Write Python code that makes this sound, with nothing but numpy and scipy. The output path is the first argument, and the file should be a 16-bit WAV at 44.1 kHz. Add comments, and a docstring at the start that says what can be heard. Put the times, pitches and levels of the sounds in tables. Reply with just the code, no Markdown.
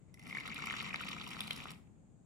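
"""Tea falls in a thin stream from a raised pot into a small glass on a metal tray, in an open tent.
The stream traps bubbles that ring for a few cycles, breaks into drops that tick and slap on the
surface, and stops. The air in the glass colours the splatter, ringing less as the tea rises.
Under the pour the tray drums and the air in the glass hums, over quiet outdoor rumble and hiss."""
import sys
import numpy as np
from scipy import signal
from scipy.fft import rfft, irfft
from scipy.io import wavfile
from scipy.ndimage import uniform_filter1d

SR = 44100
rng = np.random.default_rng(int(sys.argv[2]) if len(sys.argv) > 2 else 0)


def store_pcm(level_fs):
    """Save levels as 16-bit WAV."""
    pcm = np.round(np.clip(level_fs, -1, 1) * 32767).astype(np.int16)
    wavfile.write(sys.argv[1], SR, np.atleast_2d(pcm).T)


N = 99225


def amp(db):
    """Decibels to gain."""
    return 10 ** (np.asarray(db) / 20)


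def unit_rms(x):
    """Scales to rms 1."""
    return x / np.sqrt(np.mean(x ** 2) + 1e-20)


def at_hz(curve, hz, column=1):
    """Reads a curve on a log-frequency axis."""
    columns = np.transpose(curve)
    return np.interp(np.log(hz + 1), np.log(columns[0] + 1), columns[column])


def fader(curve, column=1):
    """Gain at every sample from a dB curve."""
    columns = np.transpose(curve)
    return amp(np.interp(np.arange(N) / SR, columns[0], columns[column]))


def add(mix, start_s, sound):
    """Mixes a sound in at start_s."""
    part = mix[max(round(start_s * SR), 0):][:len(sound)]
    part += sound[:len(part)]


def impulse(eq, size=2048):
    """Minimum-phase impulse response of an EQ curve, with energy 1."""
    log_gain = np.log(amp(at_hz(eq, abs(np.fft.fftfreq(size, 1 / SR)))))
    response = np.fft.ifft(np.exp(np.conj(signal.hilbert(log_gain)))).real[:size // 2]
    return response / np.linalg.norm(response)


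def impacts(per_s, spread_db):
    """Random impacts: many small, a few large."""
    hit = rng.random(N) < per_s / SR
    size = np.minimum(rng.exponential(1, N), np.pi)
    return hit * rng.choice([-1., 1.], N) * amp(spread_db * size)


def splash(colour, decay_s, size=600):
    """A short coloured noise burst whose loudest millisecond has rms 1."""
    noise = rng.standard_normal(size) * np.exp(-np.arange(size) / SR / decay_s)
    burst = signal.fftconvolve(noise, colour)
    return burst / np.sqrt(uniform_filter1d(burst ** 2, SR // 1000).max())


# Stereo image of the noise beds: freq_hz, likeness (0-1), left_minus_right_db
BED_STEREO = [(91, 0, 9), (196, 0.6, 4.5), (630, 0.19, -2), (3020, 0.1, 2), (11700, 0, 4)]


def noise_bed(eq):
    """Steady coloured noise, partly alike left and right."""
    hz = np.fft.rfftfreq(N, 1 / SR)
    left, other = rfft(rng.standard_normal((2, N)))
    likeness = at_hz(BED_STEREO, hz)
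    right = likeness * left + np.sqrt(1 - likeness ** 2) * other
    pan = amp(at_hz(BED_STEREO, hz, column=2) / 2)
    return unit_rms(irfft(np.array([left * pan, right / pan]) * amp(at_hz(eq, hz)), N))


# Rumble fader: time_s, level_db
RUMBLE_FADER = [(0, -60.5), (0.4, -56), (1.7, -56), (1.85, -59), (2.25, -63)]
# Rumble tone: freq_hz, gain_db
RUMBLE_EQ = [(20, -27.5), (60, -5.5), (150, 0), (240, -7), (320, -12.5), (600, -22.5), (2000, -37.5),
             (16000, -68)]
# Hiss tone: freq_hz, gain_db
HISS_EQ = [(2000, -10), (5800, -13), (6700, 3.5), (7900, 1.5), (9000, -7), (14000, -37)]


def outdoors():
    """A low rumble swells and eases under a steady, distant hiss."""
    return fader(RUMBLE_FADER) * noise_bed(RUMBLE_EQ) + amp(-82.5) * noise_bed(HISS_EQ)


def patter(decay_s=.003):
    """Flutter of the flow: a steady share for the unbroken stream, plus a fading kick per drop."""
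    fade = np.exp(-np.arange(SR // 20) / SR / decay_s)
    kicks = signal.oaconvolve(abs(impacts(per_s=110, spread_db=.5)), fade)[:N]
    return unit_rms(1 + unit_rms(kicks))


def bubble(pitch_hz, ring_s, rise_per_s=4):
    """A trapped bubble swells, rings for a few cycles and rises in pitch."""
    t = np.arange(0, 5 * ring_s, 1 / SR)
    age = t / (.44 * ring_s)
    envelope = age ** .88 * np.exp(-age ** 1.52)
    glide = 1 + rise_per_s * (t - ring_s / 2)
    return envelope / envelope.max() * np.sin(2 * np.pi * pitch_hz * np.cumsum(glide) / SR)


def glass_ring(splatter, pitch_hz=2197, width_hz=220, fade_db_per_s=12.5):
    """Splashes excite the main ring of the glass, which the rising tea damps."""
    ringing = signal.lfilter(*signal.iirpeak(pitch_hz, pitch_hz / width_hz, fs=SR), splatter)
    return amp(5.5 - fade_db_per_s * np.arange(N) / SR) * unit_rms(ringing)


# Colour of the air in the glass: freq_hz, gain_db
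GLASS_EQ = [(200, -23), (500, -7.5), (650, -15), (800, -6), (1000, -4), (1360, -1), (1500, -13),
            (1740, -11.5), (1950, 0), (2280, 0), (2480, -9.5), (2800, -4), (3700, -5.5), (4300, -15),
            (7200, -17), (9000, -31), (16000, -78)]
# Faders of the pour: time_s, stream_gain_db, spray_gain_db
FLOW_FADERS = [(0.13, -91, -99), (0.21, -70, -71), (0.29, -62, -60.5), (0.42, -56.5, -63.5),
               (0.56, -52.5, -62.5), (0.7, -49, -59.5), (0.87, -52, -60.5), (1.1, -52, -64),
               (1.27, -54, -58), (1.71, -54.5, -61), (1.745, -68.5, -75), (1.9, -105, -110)]
# Treble shelf on the stream: time_s, gain_db
TREBLE_FADER = [(0.45, 1), (0.68, 2.5), (0.9, 3), (1.6, 0.5)]


def stream(flutter, pitches=36, bubbles_per_s=600, shelf_hz=2580):
    """Small bubbles and splatter follow the flow and brighten as the pot is lifted."""
    bubbles = np.zeros(N)
    for hz in np.geomspace(750, 4300, pitches):
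        cycles = 3.75 * rng.uniform(.6, 1.4)
        births = impacts(bubbles_per_s / pitches, spread_db=5.5)
        bubbles += amp(at_hz(GLASS_EQ, hz)) * hz * signal.oaconvolve(births, bubble(hz, cycles / hz))[:N]
    hits = flutter * impacts(per_s=1600, spread_db=4)
    splatter = signal.oaconvolve(hits, impulse(GLASS_EQ))[:N]
    body = amp(-1) * unit_rms(bubbles) + amp(-3.5) * unit_rms(splatter) + glass_ring(splatter)
    lows = signal.sosfiltfilt(signal.butter(4, shelf_hz, fs=SR, output="sos"), body)
    return fader(FLOW_FADERS) * (lows + fader(TREBLE_FADER) * (body - lows))


# Crisp tone of spray and drops: freq_hz, gain_db
SMACK_EQ = [(300, -4), (1200, 0), (2200, -6.5), (3200, -3.5), (4300, 4.5), (5400, 4.5), (6300, -7.5),
            (7600, 1.5), (8600, 2), (9800, 2.5), (11000, -1), (12400, -3.5), (16000, -13)]


def spray(flutter, spots=5, splats_per_s=980):
    """Clusters of soft splats land at several spots in the glass, each with its own echoes."""
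    smack = impulse(SMACK_EQ)
    gain = fader(FLOW_FADERS, column=2) * amp(-5.5) / np.sqrt(spots)
    layers = []
    for _ in range(spots):
        hits = flutter * impacts(splats_per_s / spots, spread_db=5)
        layers.append(signal.oaconvolve(hits, splash(smack, decay_s=.00035))[:N])
    return sum(tent(gain * unit_rms(splats), tray_db=-4.5) for splats in layers)


# Drops hitting glass or tea: start_s, relative_level_db
DROP_HITS = [(0.142, -58), (0.1952, -59), (0.2268, -64), (0.2363, -61), (0.2684, -60.5), (0.2767, -57),
             (0.3744, -54), (0.476, -51.5), (0.545, -46.5), (0.59, -53), (0.6582, -45.5), (0.723, -50),
             (0.827, -48.5), (0.9594, -53.5), (1.013, -49.5), (1.048, -54), (1.09, -45), (1.1219, -55),
             (1.4376, -52), (1.474, -45.5), (1.5311, -47.5), (1.5635, -45.5), (1.5786, -53),
             (1.7062, -51.5), (1.7161, -51.5)]
# Ring of the nearly empty glass: pitch_hz, relative_level_db, t60_s
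EMPTY_GLASS_MODES = [(2020, -5, 0.055), (5540, 1, 0.0091)]


def drops(covered_s=.33):
    """Drops smack sharply; they also ring the bare glass until tea covers the bottom."""
    out, smack = np.zeros(N), impulse(SMACK_EQ)
    t = np.arange(SR // 10) / SR
    ping = sum(amp(db - 60 * t / t60) * np.sin(2 * np.pi * hz * t) for hz, db, t60 in EMPTY_GLASS_MODES)
    for start_s, level_db in DROP_HITS:
        gain = amp(level_db + 3.5)
        add(out, start_s, gain * splash(smack, decay_s=.0007))
        if start_s < covered_s:
            add(out, start_s, gain * ping)
    return out


# Fader of the drumming and hum: time_s, level_db
DRUM_HUM_FADER = [(0.15, -80), (0.245, -56.5), (1, -53), (1.7, -55), (1.82, -69)]
# Lows from the tray, a peak near 800 Hz from the air in the glass: freq_hz, gain_db
DRUM_HUM_EQ = [(90, -25.5), (170, -4), (220, -1.5), (310, -12.5), (600, -23.5), (790, -17), (1100, -34),
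               (3000, -69.5)]


def drum_and_hum():
    """Low drumming of the tray, with a steady hum of the air in the glass near 800 Hz."""
    return fader(DRUM_HUM_FADER) * noise_bed(DRUM_HUM_EQ)


# The largest trapped bubbles: start_s, relative_level_db, pitch_hz, ring_s
BUBBLE_NOTES = [(0.174, -57, 2050, 0.0038), (0.1954, -54, 2070, 0.0055), (0.2268, -58, 2020, 0.0049),
                (0.242, -59, 2050, 0.0043), (0.269, -44.5, 2100, 0.0028), (0.3095, -42, 2100, 0.0066),
                (0.327, -36.5, 2150, 0.0038), (0.3494, -34, 2040, 0.0057), (0.355, -40, 2230, 0.0073),
                (0.3703, -32, 1840, 0.0027), (0.383, -35, 2260, 0.0056), (0.4066, -38, 2080, 0.0049),
                (0.456, -38, 2180, 0.0033), (0.4778, -34.5, 1830, 0.0012), (0.503, -41, 2190, 0.0041),
                (0.516, -35.5, 2070, 0.0017), (0.5238, -43, 2190, 0.0051), (0.589, -40.5, 1440, 0.0039),
                (0.601, -41.5, 2280, 0.0043), (0.632, -41.5, 2200, 0.003), (0.671, -38.5, 2300, 0.0035),
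                (0.6808, -38.5, 1270, 0.0027), (0.6988, -34, 2340, 0.003), (0.7085, -29.5, 1940, 0.0024),
                (0.7397, -30.5, 1610, 0.0015), (0.807, -30, 2144, 0.0018), (0.8136, -40, 2260, 0.0016),
                (0.878, -42, 2040, 0.0028), (0.892, -40, 2040, 0.0036), (0.9435, -27, 2020, 0.0016),
                (0.9584, -33.5, 2430, 0.0014), (1.0088, -38.5, 1430, 0.0051), (1.055, -40, 1220, 0.0012),
                (1.0866, -32, 2430, 0.001), (1.104, -45.5, 1200, 0.0064), (1.116, -37, 3340, 0.0015),
                (1.213, -36.5, 3130, 0.0012), (1.3225, -42, 2100, 0.0025), (1.334, -37, 3020, 0.0013),
                (1.367, -40, 1320, 0.0022), (1.415, -35, 2620, 0.0016), (1.4787, -32, 2860, 0.00083),
                (1.5076, -32.5, 2170, 0.0014), (1.603, -37, 2180, 0.0011), (1.656, -38, 1230, 0.0019)]


def large_bubbles():
    """Each large bubble opens with a splash in the glass and rings as a short blip."""
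    out, glass = np.zeros(N), impulse(GLASS_EQ)
    for start_s, level_db, pitch_hz, ring_s in BUBBLE_NOTES:
        add(out, start_s, amp(level_db + 1.5) * bubble(pitch_hz, ring_s))
        add(out, start_s, amp(level_db - 10) * splash(glass, decay_s=.0006))
    return out


# Heavy drops from the broken stream: start_s, level_db
SLAP_HITS = [(1.4065, -29), (1.5082, -29.5)]
# Slap tone: freq_hz, gain_db
SLAP_EQ = [(500, -39), (1600, -11), (2400, -3), (3500, 6), (6000, -24), (10800, -17), (16000, -34.5)]


def slaps():
    """A heavy drop hits the tea with a short, bright slap."""
    out, colour = np.zeros(N), impulse(SLAP_EQ)
    for start_s, level_db in SLAP_HITS:
        add(out, start_s, amp(level_db) * splash(colour, decay_s=.00092))
    return out


# Stereo phase of the glass: freq_hz, left_lead_rad
GLASS_PHASE = [(20, -3), (950, 0.62), (1500, -0.5), (1850, -5.5), (2350, -5), (2650, -9.5), (3700, -7.5),
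               (4400, -11.5), (9000, -15), (16000, -28)]
# Pan of the glass: freq_hz, left_minus_right_db
GLASS_PAN = [(300, -7), (800, 3.5), (1300, 3), (1750, -2.5), (2200, 2.5), (3200, 2), (4300, -2), (5300, -3),
             (7800, 4), (10000, -10), (13000, -3)]
# Reverb time of the tent: freq_hz, t60_s
TENT_DECAY = [(200, 0.79), (1000, 0.4), (4000, 0.34), (14000, 0.41)]


def tent(dry, tray_db, tail_db=-8.5, scatter_s=.0019, size=16384):
    """Direct sound, quick scatter off the tray and glasses, and a short soft tail."""
    t, hz = np.arange(size) / SR, np.fft.rfftfreq(size, 1 / SR)
    scatter = rng.standard_normal((2, size)) * np.exp(-t / scatter_s) * (t > .0005)
    late_noise = rng.standard_normal((2, size)) * (t > .004)
    band_hz, frame_s, bands = signal.stft(late_noise, SR, nperseg=256)
    decay = amp(-60 * frame_s / at_hz(TENT_DECAY, band_hz)[:, None])
    tail = signal.istft(bands * decay, SR, nperseg=256)[1][:, :size]
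    echoes = sum(amp(db) * echo / np.linalg.norm(echo, axis=1, keepdims=True)
                 for db, echo in [(tray_db, scatter), (tail_db, tail)])
    sides = np.array([[.5], [-.5]])
    direct = np.exp(1j * sides * at_hz(GLASS_PHASE, hz))
    pan = amp(sides * at_hz(GLASS_PAN, hz))
    lead_in = size // 64  # room for the side that arrives early
    response = np.roll(irfft((direct + rfft(echoes)) * pan), lead_in, axis=1)
    return signal.fftconvolve(dry[None], response, axes=1)[:, lead_in:lead_in + N]


def scene():
    """The pour in the tent, with drumming tray and humming glass, over rumble and distant hiss."""
    flutter = patter()  # shared, so splatter and spray cluster together
    pour = tent(large_bubbles(), tray_db=-7)
    pour += tent(slaps(), tray_db=-7)
    pour += tent(drops(), tray_db=-4)
    pour += tent(stream(flutter), tray_db=-2.5)
    return pour + spray(flutter) + drum_and_hum() + outdoors()


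def record(dry):
    """A steep low-pass trims the highest treble."""
    cutoff_hz = 16250
    lowpass = signal.firwin(511, cutoff_hz, window=("kaiser", 9), fs=SR)
    return signal.oaconvolve(dry, lowpass[None], "same")


dry = scene()
out = record(dry)
store_pcm(out)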